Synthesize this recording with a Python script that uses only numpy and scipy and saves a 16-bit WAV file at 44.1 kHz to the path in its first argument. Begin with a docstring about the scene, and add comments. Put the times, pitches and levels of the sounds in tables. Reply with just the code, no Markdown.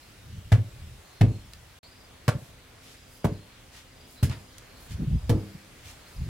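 """Tamping an earth floor

A brick is pounded six times on bare earth in a low-walled farm building, heard twice from across the floor,
then from close by. Each impact is a ground thump, a knock and a crunch of grit, reflected by the walls. Between
blows clothes and loose dirt rustle. Birds and insects trill outside over a soft hiss, and short gusts buffet
the microphone. The sound drops out for an instant where the listening place changes."""
import sys
import numpy as np
from scipy import signal
from scipy.fft import rfft, irfft, next_fast_len
from scipy.io import wavfile
from scipy.ndimage import uniform_filter1d

SR = 44100
rng = np.random.default_rng(int(sys.argv[2]) if len(sys.argv) > 2 else 0)


def digitize_waveform(pressure):
    """Quantize a signal to 16-bit integers and store it at the path in sys.argv[1].

    Rows of a 2-D input are taken as channels; values are limited to [-1, 1].
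    """
    field = np.atleast_2d(pressure).T
    bounded = np.clip(field, -1, 1)
    quanta = np.round(bounded * 32767).astype(np.int16)
    wavfile.write(sys.argv[1], SR, quanta)


N = 277367
TIME = np.arange(N) / SR
DROPOUT_START_S, DROPOUT_END_S, DROPOUT_DB = 1.791, 1.829, -56


def amp(db):
    """Amplitude ratio of a level in decibels."""
    return 10 ** (np.asarray(db) / 20)


def unit(x):
    """Normalisation to rms 1."""
    return x / np.sqrt(np.mean(x ** 2) + 1e-20)


def read(points, hz):
    """Interpolation of (frequency, value) points on a logarithmic frequency axis."""
    f, value = np.transpose(points)
    return np.interp(np.log(hz + 1), np.log(f + 1), value)


def add(mix, start_s, sound):
    """Superposition: a sound joins the mix at start_s."""
    start = round(start_s * SR)
    sound = sound[..., max(-start, 0):]
    part = mix[:, max(start, 0):][:, :sound.shape[-1]]
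    part += sound[..., :part.shape[1]]


def noise(size):
    """Two uncorrelated white noises."""
    return rng.standard_normal((2, size))


def grains(size, spread_db):
    """Granular noise: dense tiny clicks of very uneven size."""
    return noise(size) * amp(spread_db * np.minimum(rng.exponential(1, size), 5))


def wander(size, span):
    """Random modulation: noise averaged over span samples, with rms near 1."""
    return unit(uniform_filter1d(rng.standard_normal(SR), span))[:size]


def colour(pair, spectrum, width, tilt=0):
    """Mid-side filtering into left and right at rms 1; tilt is in dB per octave above 300 Hz."""
    size = pair.shape[1]
    padded = next_fast_len(size)
    hz = np.fft.rfftfreq(padded, 1 / SR)
    octaves = np.log2(np.maximum(hz, 300) / 3000)
    mid, side = rfft(pair, padded) * amp(read(spectrum, hz) + tilt * octaves)
    side = side * amp(read(width, hz))
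    return unit(irfft(np.array([mid + side, mid - side]), padded)[:, :size])


# reverberation time of the building: frequency_hz, t60_s
ROOM_T60 = [(100, 0.1), (400, 0.33), (1000, 0.19), (3000, 0.18), (8000, 0.17), (16000, 0.069)]
def in_room(dry, wet_db):
    """Reverberation: plastered walls add a diffuse tail to the direct sound, longest near 400 Hz."""
    size = SR // 2
    taps = np.sign(noise(size)) * (rng.random((2, size)) < .1)
    hz, t, bands = signal.stft(taps, SR, nperseg=256)
    decay = amp(-60 * t / read(ROOM_T60, hz)[:, None])
    onset = 1 - np.exp(-t / 0.0078)
    tail = signal.istft(bands * decay * onset, SR, nperseg=256)[1]
    tail = colour(tail, [(1, 0), (SR, 0)], width=[(100, -36), (600, -10.0), (3000, -2)])
    tail /= np.sqrt(tail.shape[1])
    return dry + amp(wet_db) * signal.fftconvolve(dry.mean(0)[None], tail, axes=1)[:, :N]


# spectrum of the outdoor hiss: frequency_hz, level_db
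HISS_SPECTRUM = [(15, -21), (30, -0.5), (110, -1), (200, -10), (300, -11), (550, -13), (1000, -17),
                 (2200, -17.5), (3800, -21), (6000, -25.5), (10000, -28), (14400, -33.5), (16000, -33.5)]
# stereo width of hiss and rustling: frequency_hz, side_over_mid_db
DIFFUSE_WIDTH = [(60, -37.5), (180, -11), (550, -4), (1650, -4.5), (4970, -1), (15000, -3)]
# slow course of the hiss: time_s, level_db, tilt_db_per_octave
HISS_COURSE = [(0, -53.3, 0.62), (1.1, -53, 0.5), (1.75, -54.5, 0.74), (1.9, -52.5, 0.02),
               (4.0, -52.5, -0.03), (4.5, -51, -0.03), (6.29, -51, 0.38)]
def outdoor_hiss():
    """Ambient noise: a broadband hiss drifts slowly in level and spectral slope."""
    time_s, level_db, tilt = np.transpose(HISS_COURSE)
    hz, t, bands = signal.stft(colour(noise(N), HISS_SPECTRUM, DIFFUSE_WIDTH), SR, nperseg=1024)
    patches = uniform_filter1d(rng.standard_normal(bands.shape[1:]), 16, axis=0)
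    flicker_db = 1.3 * unit(uniform_filter1d(patches, 8, axis=1))
    octaves = np.log2((hz[:, None] + 100) / 500)
    gain_db = np.interp(t, time_s, level_db) + np.interp(t, time_s, tilt) * octaves + flicker_db
    return signal.istft(bands * amp(gain_db), SR, nperseg=1024)[1][:, :N]


# partials of a distant hum: pitch_hz, level_db
HUM_PARTIALS = [(258, -68), (522, -77)]
def far_hum():
    """Frequency modulation: two faint partials waver together, entering after the dropout."""
    drift = 1 + 0.0049 * unit(uniform_filter1d(rng.standard_normal(N), 6000))
    phase_per_hz = 2 * np.pi * np.cumsum(drift) / SR
    hum = sum(amp(db) * np.sqrt(2) * np.sin(hz * phase_per_hz) for hz, db in HUM_PARTIALS)
    return hum * (TIME > DROPOUT_END_S)


# two distant callers: pitch_hz, notes_per_s, slide_fraction, pulse_exponent
HIGH_VOICE, LOW_VOICE = (4780, 23, 0.11, 1.6), (4200, 17, 0.012, 0.4)
# trills of birds and insects: start_s, end_s, caller, level_db
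TRILLS = [(0.005, 0.08, LOW_VOICE, -61), (1.031, 1.418, LOW_VOICE, -61), (1.858, 2.066, HIGH_VOICE, -58),
          (2.919, 3.393, HIGH_VOICE, -61), (3.27, 3.54, LOW_VOICE, -63.5), (3.86, 4.54, HIGH_VOICE, -60),
          (4.628, 4.9, LOW_VOICE, -63.5), (5.08, 5.57, HIGH_VOICE, -61), (5.93, 6.27, LOW_VOICE, -65),
          (6.06, 6.29, HIGH_VOICE, -59.5)]
def trills():
    """Amplitude and frequency modulation: each note of a trill swells as its pitch arches."""
    out = np.zeros((2, N))
    for start_s, end_s, (hz, rate, slide, exponent), level_db in TRILLS:
        t = np.arange(0, end_s - start_s, 1 / SR)
        note = np.sin(np.pi * rate * t) ** 2
        pitch_hz = hz * (1 + slide * (note - .7) + .014 * wander(len(t), span=70))
        flutter_db = 2.5 * wander(len(t), span=400)
        envelope = amp(level_db + flutter_db) * note ** exponent * signal.windows.tukey(len(t), .12)
        add(out, start_s, envelope * np.sin(2 * np.pi * np.cumsum(pitch_hz) / SR))
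    return out


# rising bird chirps: start_s, start_pitch_hz, level_db
CHIRPS = [(1.804, 4070, -52.5), (4.148, 3780, -54.5)]
def chirps(length_s=0.0905, rise_fraction=0.17):
    """Frequency sweep: a bird's note glides upward, made raspy by pitch jitter."""
    out, size = np.zeros((2, N)), int(length_s * SR)
    for start_s, hz, level_db in CHIRPS:
        jitter = 1 + 0.046 * wander(size, span=50)
        pitch_hz = hz * np.linspace(1, 1 + rise_fraction, size) * jitter
        add(out, start_s, amp(level_db) * np.sin(2 * np.pi * np.cumsum(pitch_hz) / SR) * np.hanning(size))
    return out


def add_air_puff(mix, start_s, swell, edge_hz):
    """Turbulence: low-frequency pressure fluctuations follow a swell and carry its energy."""
    margin = SR // 10
    pressure = np.pad(rng.standard_normal(len(swell)) * swell, margin)
    hz = np.fft.rfftfreq(len(pressure), 1 / SR)
    highpass = hz ** 3 / (hz ** 3 + 42 ** 3)
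    lowpass = 1 / np.sqrt(1 + (hz / edge_hz) ** 7.96)
    puff = irfft(rfft(pressure) * highpass * lowpass, len(pressure))
    add(mix, start_s - margin / SR, puff * np.linalg.norm(swell) / np.linalg.norm(puff))


# gusts on the microphone: peak_s, level_db, rise_s, fall_s, upper_edge_hz
GUSTS = [(0.38, -38, 0.1, 0.04, 118), (0.475, -39, 0.018, 0.02, 100), (0.86, -42.5, 0.15, 0.11, 112),
         (1.5, -51, 0.2, 0.25, 105), (4.908, -30.5, 0.01, 0.06, 112), (5.03, -25, 0.03, 0.022, 225),
         (5.165, -22, 0.09, 0.018, 135), (5.258, -34, 0.06, 0.04, 91.5), (5.56, -37.5, 0.011, 0.012, 165),
         (5.88, -48, 0.05, 0.05, 97), (6.21, -27, 0.032, 0.03, 105), (6.28, -33, 0.025, 0.03, 145)]
def gusts(churn_db=2.0):
    """Wind noise: each gust swells, churns and falls, pressing on both microphone ports alike."""
    out = np.zeros((2, N))
    for peak_s, level_db, rise_s, fall_s, edge_hz in GUSTS:
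        t = np.arange(-2 * rise_s, 2 * fall_s, 1 / SR)[:SR]
        swell = np.exp(-(t / np.where(t < 0, rise_s, fall_s)) ** 2)
        churn = unit(amp(churn_db * wander(len(t), span=800)))
        add_air_puff(out, peak_s + t[0], amp(level_db) * swell * churn, edge_hz)
    return out


# spectrum of small contacts in cloth, soil and pebbles: frequency_hz, level_db
FINE_SPECTRUM = [(300, -16), (1200, -0.5), (3000, 3.5), (6000, 1), (11000, -3.5), (16000, -12)]
def add_rustle(mix, middle_s, level_db, length_s, tilt):
    """Friction noise: many tiny contacts merge into one smooth swell."""
    size = int(length_s * SR)
    friction = colour(grains(size, spread_db=4.0), FINE_SPECTRUM, DIFFUSE_WIDTH, tilt)
    add(mix, middle_s - length_s / 2, amp(level_db) * friction * np.hanning(size))


# soft rustles of sleeves and loose dirt: middle_s, level_db, length_s, tilt_db_per_octave
LIFT_RUSTLES = [(2.893, -53.5, 0.27, -0.7), (3.77, -51, 0.17, -1.5), (4.321, -43.5, 0.089, -6),
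                (4.921, -48.5, 0.09, -0.5), (5.884, -48.5, 0.15, 0)]
# swishes of clothing: middle_s, level_db
SWISHES = [(3.15, -57.5), (4.127, -56), (4.83, -56), (6.11, -59)]
def rustles():
    """Friction: sleeves and loose dirt rustle as the brick is lifted; clothes swish as the arms swing."""
    out = np.zeros((2, N))
    for rustle in LIFT_RUSTLES:
        add_rustle(out, *rustle)
    for middle_s, level_db in SWISHES:
        add_rustle(out, middle_s, level_db, length_s=0.21, tilt=8.5)
    return in_room(out, wet_db=-7)


# stereo width of impacts: frequency_hz, side_over_mid_db
IMPACT_WIDTH = [(100, -52), (500, -17), (1500, -14.5), (4000, -2), (10000, -3.5)]
# pebble strikes: start_s, level_db, decay_s, tilt_db_per_octave
PEBBLE_TICKS = [(1.5345, -38, 0.003, -1), (4.2966, -36, 0.003, -3), (4.582, -40.5, 0.004, 2)]
def pebbles():
    """Brief contact gives a broad spectrum: small stones snap against the brick."""
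    out, t = np.zeros((2, N)), np.arange(SR // 20) / SR
    for start_s, level_db, decay_s, tilt in PEBBLE_TICKS:
        snap = colour(noise(len(t)), FINE_SPECTRUM, IMPACT_WIDTH, tilt)
        add(out, start_s, amp(level_db) * snap * np.exp(-t / decay_s))
    return in_room(out, wet_db=-14)


# standing waves between the walls: pitch_hz, level_db, t60_s
WALL_MODES = [(101.1, 6, 0.38), (161.5, -15.5, 0.24), (197.8, -10.5, 0.71), (245, 3, 0.15),
              (316.6, -5, 0.47), (429.5, -7, 0.34), (477, -5, 0.27), (535, -15, 0.39), (630, -41, 0.09)]
def wall_modes(t, tilt):
    """Resonance: standing waves build up and die away; tilt weights the higher ones."""
    ringing = np.zeros(len(t))
    for pitch_hz, level_db, t60_s in WALL_MODES:
        octaves = np.log2(pitch_hz / WALL_MODES[0][0])
        ringing += amp(level_db + tilt * octaves - 60 * t / t60_s) * np.sin(2 * np.pi * pitch_hz * t)
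    return ringing * (1 - np.exp(-t / 0.013))


# spectrum of the building's boom: frequency_hz, level_db
BOOM_SPECTRUM = [(25, -10), (60, 6.5), (130, 1.5), (230, 0.5), (340, -6.5), (450, -9), (750, -21.5),
                 (1200, -26), (4000, -69)]
def boom(t, tilt):
    """Modal overlap: the weaker standing waves merge into a dull, decaying noise."""
    envelope = (1 - np.exp(-t / 0.0063)) * np.exp(-t / 0.049)
    return colour(noise(len(t)), BOOM_SPECTRUM, IMPACT_WIDTH, tilt) * envelope


def contact(t, decay_s):
    """Contact force of one edge biting into soil: it builds as crumbs give way, then decays."""
    t = np.maximum(t, 0)
    bite = 1 - np.exp(-(t / .0016) ** 1.5)
    return bite * np.exp(-t / decay_s)


# spectrum of crushed grit: frequency_hz, level_db
GRIT_SPECTRUM = [(200, -29), (800, -11), (1600, 5.5), (3200, -1), (4500, -6), (7000, -11), (11000, -14),
                 (16000, -22)]
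def grit(t, decay_s, second_s, second_db, tilt, firm_decay_s=0.012):
    """Granular crushing under two contacts: loose soil crunches longer and brighter than firm soil."""
    force = contact(t, decay_s) + amp(second_db - 8.5) * contact(t - second_s, decay_s / 2)
    loose_tilt = 1.7 * np.log2(decay_s / firm_decay_s)
    crunch = colour(grains(len(t), spread_db=3.5), GRIT_SPECTRUM, IMPACT_WIDTH, tilt + loose_tilt)
    return unit(crunch * force)


# spectrum of the broad knock: frequency_hz, level_db
KNOCK_SPECTRUM = [(80, -27), (180, -1.5), (320, -3), (450, 2.5), (680, -2), (1000, -5.5), (1500, -14.5),
                  (2200, -18.5), (5000, -41)]
# resonance peak around the clack pitch: frequency_ratio, level_db
CLACK_PEAK = [(.4, -32), (.7, -10), (.88, -0.5), (1.12, 0.5), (1.35, -27), (2.2, -47)]
def brick(t, clack_hz, knock_db, second_s, second_db):
    """Heavy damping: hands and soil stop the brick ringing, so clack and knock follow the force."""
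    force = contact(t, .005) + amp(second_db) * contact(t - second_s, 0.0046)
    knock = unit(colour(noise(len(t)), KNOCK_SPECTRUM, IMPACT_WIDTH) * force)
    clack_spectrum = np.array(CLACK_PEAK) * [clack_hz, 1]
    clack = unit(colour(noise(len(t)), clack_spectrum, IMPACT_WIDTH) * force)
    return clack + amp(knock_db) * knock


def ground_thump(t, pitch_hz, length_s):
    """Radiation from a moving surface: packed earth bounces a few cycles; the air follows its velocity."""
    envelope = (1 - np.exp(-(t / 0.0035) ** 2)) * np.exp(-(t / length_s) ** 8.2)
    displacement = np.cos(2 * np.pi * pitch_hz * t) * envelope
    return np.gradient(displacement, t) / (2 * np.pi * pitch_hz)


# listening places: thump_length_s, echo_delay_s, knock_over_clack_db, second_edge_db,
# grit_tilt_db_per_octave, squeezed_air_over_thump_db, left_over_right_db
FAR = (0.046, 0.063, -6.5, 2.5, -1.0, -10, 1.7)  # across the floor
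NEAR = (0.019, 0.07, 5, 0, 3.4, -22, -1)  # just above the brick
# the thump's echo on each trip across the building: level_db
ECHO_LEVELS = [-10.5, -26]
# blows of the brick: start_s, place, thump_db, thump_hz, clack_db, clack_hz, second_edge_delay_s,
# grit_db, grit_decay_s, boom_db, boom_tilt_db_per_octave, modes_db
BLOWS = [(0.518, FAR, -9.3, 105.7, -39.5, 730, 0.006, -40, 0.015, -28.5, 4, -53),
         (1.2092, FAR, -9.3, 107, -41.5, 760, 0.003, -41.5, 0.011, -17.5, -2.5, -25.5),
         (2.2791, NEAR, -11.3, 116, -39, 1380, 0.0096, -38.5, 0.0085, -29.5, -9, -33),
         (3.243, NEAR, -16, 150, -39.5, 700, 0.0068, -50, 0.015, -24, -3, -28),
         (4.227, NEAR, -9, 97, -52, 1060, 0.004, -42, 0.022, -26.5, -7.5, -27),
         (5.2935, NEAR, -15.5, 117, -44.5, 400, 0.004, -43.5, 0.011, -17.5, 0, -20.5)]
def tamping():
    """Impact excitation: the brick lands on one edge, then flat, driving ground, grit and building."""
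    t = np.arange(SR // 2) / SR
    early = t[:len(t) // 4]
    low, sharp, crumbs = np.zeros((3, 2, N))
    for (start_s, place, thump_db, thump_hz, clack_db, clack_hz, second_s,
         grit_db, grit_decay_s, boom_db, boom_tilt, modes_db) in BLOWS:
        length_s, echo_s, knock_db, second_db, grit_tilt, squeeze_db, pan_db = place
        thump = amp(thump_db) * ground_thump(t, thump_hz, length_s)
        add(low, start_s, thump + amp(modes_db) * wall_modes(t, boom_tilt))
        for trip, echo_db in enumerate(ECHO_LEVELS, 1):
            add(low, start_s + trip * echo_s, amp(echo_db) * thump)
        # air is squeezed out from under the brick
        squeeze = amp(thump_db + squeeze_db) * np.hanning(int(0.036 * SR))
        add_air_puff(low, start_s, squeeze, edge_hz=80)
        add(low, start_s, amp(boom_db) * boom(t, boom_tilt))
        hit = amp(clack_db) * brick(early, clack_hz, knock_db, second_s, second_db)
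        hit += amp(grit_db) * grit(early, grit_decay_s, second_s, second_db, grit_tilt)
        add(sharp, start_s, hit * amp([[pan_db / 2], [-pan_db / 2]]))
        if place == NEAR:  # settling crumbs are heard only from close by
            add_rustle(crumbs, start_s + 0.15, grit_db - 20.5, length_s=0.31, tilt=5.5)
    return low + in_room(sharp, wet_db=-9.5) + in_room(crumbs, wet_db=-7)


def scene():
    """Superposition of all sources, from the background to the blows."""
    background = outdoor_hiss() + far_hum() + in_room(trills() + chirps(), wet_db=-5.5)
    return background + gusts() + rustles() + pebbles() + tamping()


# phase between the microphone ports: frequency_hz, left_lead_rad
PORT_PHASE = [(30, -0.16), (120, -0.3), (1000, -0.53), (4000, -0.26), (9000, -1.3), (16000, -.85)]
def record(dry, cutoff_hz=16000):
    """Phase shift and band limiting: the left port lags slightly, and the sound drops out once."""
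    padded = next_fast_len(N + 2048)
    phase = read(PORT_PHASE, np.fft.rfftfreq(padded, 1 / SR))
    shift = np.exp(.5j * np.array([phase, -phase]))
    ports = irfft(rfft(dry, padded) * shift, padded)[:, :N]
    silent = (TIME > DROPOUT_START_S) & (TIME < DROPOUT_END_S)
    dip_db = uniform_filter1d(np.where(silent, DROPOUT_DB, 0.), 200)
    lowpass = signal.firwin(511, cutoff_hz, window=("kaiser", 9), fs=SR)
    return signal.oaconvolve(ports * amp(dip_db), lowpass[None], "same")


dry = scene()
out = record(dry)
digitize_waveform(out)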